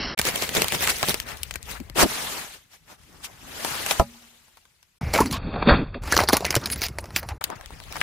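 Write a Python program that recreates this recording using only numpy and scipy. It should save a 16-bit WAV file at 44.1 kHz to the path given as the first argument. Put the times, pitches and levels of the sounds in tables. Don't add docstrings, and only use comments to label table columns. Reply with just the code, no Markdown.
import sys
import numpy as np
from scipy import signal
from scipy.fft import rfft, irfft, next_fast_len
from scipy.io import wavfile
from scipy.ndimage import uniform_filter1d, minimum_filter1d

SR = 44100
rng = np.random.default_rng(int(sys.argv[2]) if len(sys.argv) > 2 else 0)


def generate_wav(signal):
    frames = np.transpose(np.atleast_2d(signal))
    scaled = np.clip(frames, -1, 1) * 32767
    pcm = np.round(scaled).astype(np.int16)
    wavfile.write(sys.argv[1], SR, pcm)


def volts_from_db(level):
    exponent = np.asarray(level, float) / 20
    return 10 ** exponent


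N = 353998
T = np.arange(N) / SR

# [t/s, level/dB]
RUMBLE = [(0, -39.5), (.17, -47), (1.1, -46), (1.46, -44), (1.93, -45.5), (2.45, -59.5), (2.7, -65.5),
          (3.2, -56.5), (3.9, -47), (4.2, -65.5), (4.98, -75.5), (5.01, -27.5), (5.13, -28), (5.42, -34),
          (6.7, -42), (7.3, -37.5), (7.41, -53.5), (8.03, -41.5)]
# [from t/s, to t/s]
SILENCES = [
    (.146, .176),
    (4.983, 5.012),
    (7.379, 7.41),
]
# [t/s, level/dB]
GLASS_EFFORT = [(0.0, -30.5), (0.136, -38), (0.15, -56.5)]
HAND_EFFORT = [(0.17, -46), (0.218, -38), (0.914, -34), (1.042, -31.5), (1.2, -42.5), (1.333, -48.5),
               (1.75, -52.5), (1.94, -63)]
BAG_EFFORT = [
    [(1.94, -63), (1.958, -34), (1.995, -17.5), (2.031, -16), (2.056, -36.5), (2.11, -30), (2.4, -34),
     (2.69, -66), (2.83, -64.5)],
    [(2.99, -58.5), (3.38, -53.5), (3.68, -30.5), (3.84, -33.5), (4.01, -35.5), (4.05, -52), (4.16, -52),
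     (4.77, -66), (4.99, -68.5)],
]
CANS_EFFORT = [
    [(5.01, -49), (5.068, -49), (5.131, -49), (5.227, -46.5), (5.385, -58)],
    [(6.02, -52), (6.133, -29.5), (6.27, -43), (6.723, -47.5), (6.95, -61), (7.299, -55), (7.39, -67)],
]
SLOWED_EFFORT = [(5.36, -39.5), (5.402, -47), (5.655, -39), (5.69, -17), (5.75, -28), (5.92, -58),
                 (5.954, -43.5), (6.014, -63), (6.04, -58)]
CRISPS_EFFORT = [(7.41, -45.5), (7.536, -56.5), (7.99, -48), (8.027, -33.5)]
# [t/s, left over right level/dB]
DIRECTION = [(1.1, 1.5), (1.3, 6), (1.9, 6.5), (2.0, 1.5), (2.4, 2.5), (7.4, 4.5), (8.0, 4.5)]
# [t/s, rise level/dB, half length/s]
SURGES = [(0.279, 14.5, 0.031), (0.362, 8.5, 0.025), (.43, 11, 0.025), (0.568, 13.5, 0.029),
          (0.623, 9, 0.024), (.745, 11, 0.019), (0.835, 12, 0.029), (0.899, 14.5, 0.022), (1.1, 13, 0.027),
          (1.306, 8.5, 0.035), (1.711, 16, 0.04), (2.55, 7.5, 0.027), (2.74, 16, 0.036), (2.91, 13, 0.037),
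          (3.91, 9, 0.029), (7.958, 8.5, 0.048), (7.735, 5.5, 0.012), (1.77, 4.5, 0.025)]
# [t/s, rise level/dB, half length/s]
HISSES = [(6.26, -13, .014), (1.249, -10.5, 0.014), (1.602, -9.5, 0.02), (7.56, 9, .008), (2.972, -7, .012),
          (3.25, 22, 0.022), (5.156, 14.5, 0.017), (5.215, 15.5, 0.014), (5.334, 8.5, .015),
          (6.215, 10, 0.027), (6.348, 13.5, 0.028), (6.732, 13, 0.011), (6.844, 19, 0.03),
          (7.172, 17.5, 0.031), (7.3, 8, 0.011)]
# [t/s, rise level/dB, half length/s]
PUSHES = [(1.024, 9, 0.22), (1.553, 12, 0.014), (1.965, 6.5, 0.037), (2.916, 9, 0.062), (3.145, 8, 0.039),
          (3.276, 12, 0.076), (3.467, 6, 0.12), (5.564, 9.5, 0.056), (7.525, 10.5, 0.02)]
# [t/s, peak level/dB, body level/dB, ring f/Hz]
HAND_SNAPS = [(0.1788, -20.5, -10, 1580), (0.19, 3, -22.5, 397), (0.1952, -9, -2.5, 1880),
              (0.2153, -11.5, -13.5, 2180), (0.2529, -16, -5, 424), (0.3592, -13.5, -20, 1940),
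              (0.4229, -14.5, -3.5, 413), (0.4918, -12.5, -10.5, 1930), (0.551, -12, -12, 446),
              (0.569, -15.5, -15, 1800), (0.62, -6, -7, 2470), (0.6442, -14.5, -1.5, 2370),
              (0.6833, -13, -6.5, 2500), (0.7225, -13.5, -3, 2060), (0.7498, -16.5, -12, 480),
              (0.808, -17.5, -4, 457), (0.84, -15, -13.5, 2300), (0.871, -18, -18, 2300),
              (0.8748, -12, -4.5, 1980), (0.967, -20.5, -14, 2040), (0.985, -20.5, -18, 2040),
              (1.0294, -9, -2, 867), (1.079, -19, -30, 2000), (1.086, -14, -4.5, 460),
              (1.0943, -12.5, -13.5, 457), (1.1434, -11.5, -10.5, 480), (1.2012, -16, -13.5, 1250),
              (1.269, -32, -4, 1900), (1.372, -30, -30, 2000), (1.4327, -15, -46, 1950),
              (1.51, -20, -5.5, 2380), (1.54, -25, -12.5, 2500), (1.5577, -20, -1.5, 1860),
              (1.629, -29.5, -28, 748), (1.802, -31, -3, 332), (1.8987, -31.5, 0, 415)]
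BAG_SNAPS = [(3.035, -44, -12, 1800), (3.128, -46, 0, 1100), (3.244, -32, -6, 2250),
             (3.6482, -12, -4.5, 913), (3.8635, -13.5, -8.5, 633), (3.9108, -6.5, -7, 820),
             (3.9974, -18.5, 8.5, 1053), (4.482, -49, -1, 1056), (4.5721, -39, -1.5, 1084),
             (4.6537, -46, -3, 1190), (4.8291, -41, -13.5, 1200)]
TUBE_SNAPS = [(5.1386, -11, -1.5, 600), (5.1499, -15, 3.5, 1920), (5.161, -19, -2, 1300),
              (5.1778, -13.5, -3, 2000), (5.1886, -24, 13, 988), (5.205, -11, -2, 1014),
              (5.259, -23, -2.5, 973), (5.3121, -21.5, -20, 500), (5.327, -18, -7.5, 1090)]
SLOWED_SNAPS = [(5.541, -29, 12, 570), (5.56, -25, 9, 293), (5.6255, -18, 8, 397), (5.6722, -18, 9, 383),
                (5.6957, -8.5, -7, 1260), (5.9455, -24, -3, 596)]
CAN_SNAPS = [(6.0364, -31, -8, 626), (6.1239, -6.5, -2.5, 1706), (6.1412, -23.5, 10, 580),
             (6.167, -8.5, 1, 445), (6.177, -9, -5, 895), (6.19, -16, 9.5, 1550), (6.204, -12, 6, 542),
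             (6.237, -15, 1, 473), (6.288, -5.5, -5.5, 1095), (6.2967, -16, 1, 1114),
             (6.3265, -17.5, -16, 1055), (6.331, -9, 7.5, 650), (6.3338, -8, 3, 5000),
             (6.369, -7, -8, 1124), (6.407, -26, 7, 470), (6.4469, -23.5, 7, 700), (6.4516, -12, -8, 2000),
             (6.465, -19, -3, 2380), (6.526, -22.5, 4, 2360), (6.5067, -9.5, -9, 873),
             (6.543, -20, 5.5, 815), (6.5535, -7.5, -13, 2420), (6.5643, -8.5, 2.5, 447),
             (6.6148, -31, -6, 620), (6.659, -12, -35, 2400), (6.6722, -24.5, -19, 1920),
              (6.7013, -17, -35, 1300), (6.7598, -22, -4, 1620), (6.8183, -12.5, -7.5, 1700),
              (6.811, -24.5, -30, 2000), (6.833, -17, -27, 770), (6.8383, -13, -28, 2280),
              (6.865, -18, -20, 2300), (6.885, -24.5, -9, 1610), (6.986, -20, -3, 687),
              (7.0417, -32.5, -1, 915), (7.0572, -34.5, -5, 1500), (7.1061, -38, 6, 1000),
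              (7.1628, -4.5, -13, 910), (7.23, -29.5, -0.5, 860), (7.289, -22.5, 0, 910)]
CRISPS_SNAPS = [(7.4121, -33.5, 6, 1740), (7.441, -9.5, -11.5, 3000), (7.502, -29.5, 4.5, 790),
                (7.6112, -32, 0, 1240), (7.66, -28, -35, 1570), (7.7064, -40.5, 8, 1130),
                (7.802, -32, -3, 1190), (7.838, -33, -15, 1500), (7.925, -22, -29, 1200),
                (7.957, -30, 9, 1240), (7.967, -23.5, -2, 890), (8.006, -24.5, -5, 3000),
                (8.014, -19.5, 4, 1900)]
# [f/Hz, level/dB per Hz]
GLASS_COLOUR = [(15, -29.5), (25, 8), (295, -3), (468, -8), (2770, -8.5), (3560, -9.5), (5280, -6),
                (5790, -13), (6200, -64.5), (8060, -104)]
FOIL_COLOUR = [(15, -46), (25, -3), (55, 13.5), (338, -3.5), (432, 1), (1390, -3.5), (2030, 1.5),
               (15300, -9), (16400, -34)]
BAG_COLOUR = [(15, -45.5), (25, -10.5), (420, -6), (469, -6.5), (829, -4), (1390, -5), (11200, -15),
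              (15100, -18.5), (16400, -49.5)]
CANS_COLOUR = [(15, -30), (25, 0.5), (70, 4), (770, -3), (957, -3), (3000, -10.5), (5030, -10.5),
               (8440, -19), (10200, -14.5), (12000, -29), (14500, -14.5), (16700, -55.5)]
SLOWED_COLOUR = [(15, -37.5), (25, 0), (220, -9.5), (376, -15), (564, -13), (2530, -31), (2960, -41),
                 (3540, -40.5), (4630, -45), (5300, -100), (6890, -116)]
CRISPS_COLOUR = [(15, -30), (25, -8), (70, -9.5), (398, -8.5), (785, -6), (2450, -10), (3050, -10.5),
                 (10900, -20.5), (16400, -24.5)]
# [f/Hz, width f/Hz,
# depth 0-1]
MONO_DIPS = [(75.4, 17, -1.5), (3370, 640, 0.42), (8580, 520, 0.54), (11960, 330, 0.85)]
# [f/Hz, width f/Hz, depth 0-1]
SLOWED_DIPS = [(2080, 690, 0.78), (3000, 270, 0.88), (3990, 180, 0.92)]
GLASS_DIPS = [(2470, 177, 0.58), (3600, 320, 0.83), (4740, 190, 0.73)]
# [f/Hz, width f/Hz, depth 0-1, below 0 = hump]
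HUM = [(62.4, 27, -0.62)]
# [f/Hz, likeness 0-1]
ALIKE = [(100, 0.65), (700, 0.32), (3000, 0.052)]
# [f/Hz, level/dB, t60/s]
WHEEL_MODES = [(198, -9, 0.12), (130, -11.5, .14), (570, -9.5, .11), (667, 5, 0.058), (820, -5.5, 0.1),
               (976, -5, 0.07), (1240, -9, 0.087)]
# [t/s, knock level/dB, thump level/dB, thump f/Hz, thump left over right level/dB, cavity level/dB]
BLOWS = [
    (2.03, -36.5, -18, 61.1, 13, -42),
    (3.9977, -11, -7.5, 63.2, -8, -40),
]
# [t/s, level/dB, f/Hz]
THUDS = [
    (5.207, -20, 257),
    (5.717, -4, 72.4),
    (6.566, -8, 123),
]
# [t/s, length/s, rms level/dB, f/Hz, width f/Hz]
CAN_SCRAPES = [(5.015, 0.15, -44.5, 2240, 400), (5.138, 0.034, -27, 2230, 110),
               (5.157, 0.018, -21.5, 565, 90), (5.204, 0.01, -13.5, 310, 150), (5.204, .022, -19, 960, 70),
               (5.215, 0.068, -28, 248, 50), (5.325, 0.052, -35, 3240, 1500),
               (5.325, 0.05, -36.5, 1080, 60), (5.3, 0.061, -34, 248, 50), (5.45, 0.053, -31, 199, 100),
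               (5.74, 0.099, -24.5, 218, 119), (5.69, 0.063, -22.5, 1350, 400),
               (5.95, 0.031, -35, 298, 201), (6.123, 0.024, -22, 1670, 130),
               (6.19, 0.035, -30.5, 2200, 500), (6.21, 0.032, -25.5, 800, 350),
               (6.275, 0.017, -30, 4700, 500), (6.29, 0.021, -25, 1000, 348),
               (6.34, 0.039, -27.5, 870, 350), (6.34, 0.024, -40, 4900, 900),
               (6.424, 0.0081, -30, 596, 200), (6.452, 0.044, -34, 2170, 500), (6.6, 0.14, -42.5, 219, 98),
               (6.625, 0.034, -39, 1190, 500), (6.81, .06, -41, 710, 300), (6.635, 0.016, -39.5, 4830, 800),
               (6.718, 0.023, -33.5, 4730, 500), (6.716, 0.025, -42, 2290, 500),
               (6.775, 0.031, -46, 4960, 900), (6.785, .025, -46, 2200, 500),
               (6.822, 0.047, -31, 4860, 800), (6.845, 0.03, -37, 2400, 450), (7.15, .012, -42, 3480, 1800),
               (7.168, 0.033, -39.5, 4800, 1000), (7.168, 0.031, -37.5, 1820, 700),
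               (7.228, 0.027, -41, 840, 180), (7.305, 0.027, -39, 830, 180),
               (7.295, 0.03, -42.5, 2000, 800)]
# [t/s, length/s, rms level/dB, f/Hz, width f/Hz]
BAG_SCRAPES = [(.258, 0.035, -30, 2160, 700), (.262, 0.033, -34, 430, 199.6), (.42, 0.039, -37, 2500, 1200),
               (.555, 0.081, -32, 378, 200), (.58, 0.091, -39.5, 2500, 800), (.7, 0.024, -34.5, 2600, 400),
               (.81, 0.052, -37, 2500, 1000), (.878, 0.014, -32.5, 1910, 400),
               (1.03, 0.017, -24.5, 1110, 700), (1.268, 0.091, -44, 1600, 600),
               (1.75, 0.033, -42.5, 1500, 600), (1.8, 0.026, -35.5, 242, 101),
               (1.96, 0.039, -30, 352, 151.4), (1.99, 0.062, -24, 860, 400), (2.03, 0.038, -20.5, 278, 150),
               (2.03, 0.016, -22, 620, 120.7), (3.999, 0.028, -24, 400, 301), (3.06, 0.16, -60, 282, 120),
               (3.42, 0.12, -52, 220.4, 100), (7.41, 0.016, -38, 892, 500), (7.5, 0.04, -38, 780, 300),
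               (7.962, 0.013, -34.5, 1240, 600), (8.014, .005, -18, 1800, 800)]
# [t/s, length/s, rms
# level/dB, f/Hz, width f/Hz]
RASPS = [(6.714, 0.031, -28.5, 10180, 808), (6.716, 0.021, -36.5, 14400, 900),
         (6.775, 0.023, -45, 14500, 893), (6.82, 0.04, -35.5, 14300, 999), (7.005, 0.013, -47, 9970, 1200),
         (7.166, .035, -37, 14300, 900), (7.166, .035, -42, 10300, 800), (5.015, 0.1, -45, 685, 248),
         (5.1875, 0.006, -13, 950, 160)]

# (body over crackle dB, body dB per crackle dB, body lag s, ground shake dB, snap t60 s)
GLASS_LAW, SLOWED_LAW = (-2, 0.77, 0.1, -13.5, .05), (4, 1, 0, -7.5, 0.01)
HAND_LAW, BAG_LAW = (-2, 0.56, -0.39, -17, 0.0326), (-5.5, 1.12, 0.003, -17, 0.055)
TUBE_LAW, CAN_LAW = (6, 0.5, -2.2, -6.5, 0.13), (0.47, 0.5, -0.025, -0.2, 0.0496)
CRISPS_LAW = (-1.5, 0.8, 0.14, -18, 0.035)
MIDDLE_DB = -40
CAVITY_HZ, CAVITY_T60 = (236, 224), .8
SIDES = np.array([[.5], [-.5]])


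def along(points, hz):
    f, value = np.transpose(points)
    return np.interp(np.log(hz + 1), np.log(f + 1), value)


def causal(gain):
    cep = irfft(np.log(gain + 1e-6))
    half = len(cep) // 2
    cep[1:half] *= 2
    cep[half + 1:] = 0
    h = irfft(np.exp(rfft(cep)))[:half]
    return h / np.linalg.norm(h)


def ring(t, when, db, hz, t60, rise):
    age = np.maximum(t - when, 0)
    return volts_from_db(db - 60 * age / t60) * np.sin(2 * np.pi * hz * age) * (1 - np.exp(-age / rise))


def layers(t, flow, law):
    body_db, grows, lag, shake_db, _ = law

    def effort(at):
        return np.interp(at, *np.transpose(flow))

    body = volts_from_db(MIDDLE_DB + body_db + grows * (effort(t - lag) - MIDDLE_DB))
    rumble = volts_from_db(np.interp(t, *np.transpose(RUMBLE)))
    return [volts_from_db(effort(t)), body, np.hypot(body * volts_from_db(shake_db), rumble)]


def pushed_air():
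    return sum(ring(T, s, db, hz, 8 / hz, 0.0024) for s, db, hz in THUDS)


def tyre():
    out = np.zeros((2, N))
    for s, knock_db, thump_db, thump_hz, pan, cavity_db in BLOWS:
        near = slice(round(s * SR), round(s * SR) + SR)
        t = T[near]
        for hz, db, t60 in WHEEL_MODES:
            out[:, near] += ring(t, s, knock_db + db + rng.normal(0, 2.3, (2, 1)), hz, t60, 0.00036)
        out[:, near] += ring(t, s, thump_db, thump_hz, 0.057, 0.0015) * volts_from_db(SIDES * pan)
        for k, hz in enumerate(CAVITY_HZ):
            out[:, near] += ring(t, s, cavity_db - 10 * k, hz, CAVITY_T60, 0.0067)
    return out


def scrapes(rows, stereo):
    edge, fade_db, rough_db = .25, -4.5, 5.5
    skirt_db, skirt_wider = -13.5, 4.4
    steady = .7
    lead = .02
    out, t = np.zeros((2, N + 8192)), T[:8192]
    hz_axis = np.fft.rfftfreq(len(t), 1 / SR)
    age = t - lead
    noises = rng.standard_normal((len(rows), 3, len(t)))
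    for (s, length, db, hz, width), (a, b, slip) in zip(rows, noises):
        slip = uniform_filter1d(slip, size=45)
        narrow = np.exp(-((hz_axis - hz) / width) ** 2)
        broad = np.exp(-((hz_axis - hz) / (skirt_wider * width)) ** 2)
        env = np.clip(np.minimum(age, length - age) / (edge * length) + .5, 0, 1)
        env = env * volts_from_db(fade_db * age / length)
        turn = stereo * np.arccos(along(ALIKE, hz)) / 2
        pair = np.cos(turn) * a + np.sin(turn) * np.array([b, -b])
        core = irfft(rfft(pair) * narrow)
        core = core * (core.std() / (np.abs(signal.hilbert(core)) + core.std() / 10)) ** steady
        skirt = irfft(rfft(pair * volts_from_db(rough_db * slip / slip.std())) * broad)
        sound = irfft(rfft(env * (core + volts_from_db(skirt_db) * skirt)) * broad)
        sound = sound * np.sqrt(2 * length * SR / np.sum(sound ** 2))
        pan = stereo * np.interp(s, *np.transpose(DIRECTION)) * SIDES
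        out[:, round((s - lead) * SR):][:, :len(t)] += volts_from_db(db + pan) * sound
    return out[:, :N]


def three_bands(spectrum, dips):
    hz = np.fft.rfftfreq(8192, 1 / SR)
    gain = volts_from_db(along(spectrum, hz))
    for centre_hz, width, depth in dips:
        gain = gain * (1 - depth * np.exp(-((hz - centre_hz) / width) ** 2))
    under_2000, under_150 = [1 / (1 + (hz / edge) ** 6) for edge in (2000, 150)]
    shares = [1 - under_2000, under_2000 - under_150, under_150]
    return [causal(gain * np.sqrt(np.abs(share))) for share in shares]


def mottled(n, patchy_db):
    z = signal.stft(rng.standard_normal((2, n + 256)), nperseg=256)[2]
    field = rng.standard_normal(z.shape[1:])
    for axis in (0, 1):
        field = uniform_filter1d(field, size=5, axis=axis)
    pair = signal.istft(z * volts_from_db(patchy_db * field / field.std()), nperseg=256)[1][:, :n]
    return pair / pair.std()


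def grains(n, density, spread_db, life):
    chance, size = rng.random(n), rng.exponential(size=n)
    power = (chance < density / SR) * volts_from_db(2 * min(spread_db, 5) * np.minimum(size, 4))
    env = signal.lfilter([1], [1, -np.exp(-1 / (life * SR))], power)
    env = signal.lfilter([1], [1, -np.exp(-2 / (life * SR))], env[::-1])[::-1]
    return np.sqrt(env / env.mean())


def swell(t, rows):
    lift_db = 0
    for when, db, half in rows:
        if t[0] <= when < t[-1]:
            lift_db = lift_db + db * np.exp(-((t - when) / half) ** 2)
    return volts_from_db(lift_db)


def crush(flow, law, snaps, spectrum, dips, stereo, density, spread_db, life, bed, patchy_db, click_db, click_s):
    start, stop = round(flow[0][0] * SR), round(flow[-1][0] * SR)
    t = T[start:stop]
    crackle, body, ground = layers(t, flow, law)
    crackle = crackle * swell(t, SURGES + HISSES)
    body = body * swell(t, SURGES + PUSHES)
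    pan = stereo * np.interp(t, *np.transpose(DIRECTION))
    busy = (1 - bed) * crackle / (crackle + volts_from_db(-41))
    texture = np.sqrt(1 - busy + busy * grains(len(t), density, spread_db, life) ** 2)
    sided = volts_from_db(SIDES * pan)
    drive = [crackle * texture * sided, body * np.sqrt(texture) * sided, ground * sided]
    out = np.zeros((2, N + SR // 8))
    build_up = .27 if stereo else .17
    hits = np.searchsorted(t, [row[0] for row in snaps if t[0] <= row[0] < t[-1]])
    for (when, db, body_db, hz), luck in zip(snaps, rng.standard_normal((len(snaps), 3))):
        if not t[0] <= when < t[-1]:
            continue
        near = slice(*np.searchsorted(t, [when - .06, when + .2]))
        age = t[near] - when
        t60 = law[-1] * volts_from_db(0.049 * (db + body_db / 2 + 18))
        size = volts_from_db(db + SIDES * pan[near])
        flutter = volts_from_db(-13 + 60 * np.minimum(age / (build_up * t60), -age / t60)) * np.sqrt(texture[near])
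        click = volts_from_db(click_db + 60 * np.minimum(2 * age, -age) / click_s)
        burst = size * np.hypot(flutter, click)
        drive[0][:, near] = np.hypot(drive[0][:, near], burst)
        drive[1][:, near] = np.hypot(drive[1][:, near], burst * volts_from_db(body_db))
        for spacing, chance in zip([.84, 1, 1.27], luck):
            pitch = hz * spacing * (1 + 0.022 * chance)
            mode_db, mode_t60 = body_db - 10.5 + 2 * chance, min(0.91 * t60, 80 / pitch)
            out[:, start:stop][:, near] += size * ring(t[near], when, mode_db, pitch, mode_t60, life / 4)
    for env, h, (_, alike) in zip(drive, three_bands(spectrum, dips), ALIKE[::-1]):
        turn = stereo * np.arccos(alike) / 2
        a, b = mottled(len(t), patchy_db)
        pair = np.cos(turn) * a + 2 * SIDES * np.sin(turn) * b
        pair[:, hits] = 1.15
        sound = signal.fftconvolve(env * pair, h[None], axes=1)
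        out[:, start:start + sound.shape[1]] += sound
    return out[:, :N]


def glass_shards():
    return crush(GLASS_EFFORT, GLASS_LAW, [], GLASS_COLOUR, GLASS_DIPS, False, density=2100, spread_db=0.0,
                 life=.003, bed=0.66, patchy_db=1.5, click_db=0, click_s=.01)


def shaken_bag():
    return crush(HAND_EFFORT, HAND_LAW, HAND_SNAPS, FOIL_COLOUR, HUM, True, density=1500, spread_db=9,
                 life=0.00094, bed=0.58, patchy_db=3.0, click_db=0.5, click_s=0.0033)


def burst_bag():
    return crush(np.concatenate(BAG_EFFORT), BAG_LAW, BAG_SNAPS, BAG_COLOUR, HUM, True, density=3400, spread_db=5,
                 life=0.0029, bed=1.0, patchy_db=2.5, click_db=-4.0, click_s=0.0056)


def tube_and_cans():
    snaps = [TUBE_SNAPS, CAN_SNAPS]
    return sum(crush(flow, law, rows, CANS_COLOUR, MONO_DIPS, False, density=640, spread_db=5, life=0.0013,
                     bed=0.22, patchy_db=3.5, click_db=-4.5, click_s=0.0079)
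               for flow, law, rows in zip(CANS_EFFORT, [TUBE_LAW, CAN_LAW], snaps))


def slowed_tube():
    return crush(SLOWED_EFFORT, SLOWED_LAW, SLOWED_SNAPS, SLOWED_COLOUR, SLOWED_DIPS, False, density=600,
                 spread_db=5.5, life=0.0093, bed=1.0, patchy_db=2.0, click_db=-6.5, click_s=0.036)


def crisps_heap():
    return crush(CRISPS_EFFORT, CRISPS_LAW, CRISPS_SNAPS, CRISPS_COLOUR, HUM, True, density=480, spread_db=-2.5,
                 life=0.0011, bed=0.39, patchy_db=4.0, click_db=0.5, click_s=0.003)


def scene():
    crushed = glass_shards() + shaken_bag() + burst_bag() + tube_and_cans() + slowed_tube() + crisps_heap()
    dragged = scrapes(CAN_SCRAPES, False) + scrapes(BAG_SCRAPES, True) + scrapes(RASPS, False)
    shut = sum(np.clip(np.minimum(T - a, b - T) / .004, 0, 1) for a, b in SILENCES)
    return (pushed_air() + tyre() + dragged + crushed) * (1 - shut) ** 2


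def low_pass(x):
    return signal.sosfilt(signal.butter(12, 16810, fs=SR, output="sos"), x)


def record(dry):
    needed = np.minimum(1, 1 / (np.abs(dry).max(axis=0) + 1e-9))
    held = dry * uniform_filter1d(minimum_filter1d(needed, size=257), size=257)
    m = next_fast_len(N)
    hz, spectrum = np.fft.rfftfreq(m, 1 / SR), rfft(held, m)
    low, wide = [irfft(spectrum * np.clip((top - hz) / 250 + .5, 0, 1), m)[:, :N] for top in (15900, 16800)]
    power = (np.gradient(low, axis=1) ** 2).sum(axis=0)
    click = uniform_filter1d(power, size=129) > 5 * uniform_filter1d(power, size=2049)
    opened = uniform_filter1d(1. - minimum_filter1d(1. - click, size=257), size=129)
    mix = low + (wide - low) / 4 * opened
    return low_pass(mix)


dry = scene()
out = record(dry)
generate_wav(out)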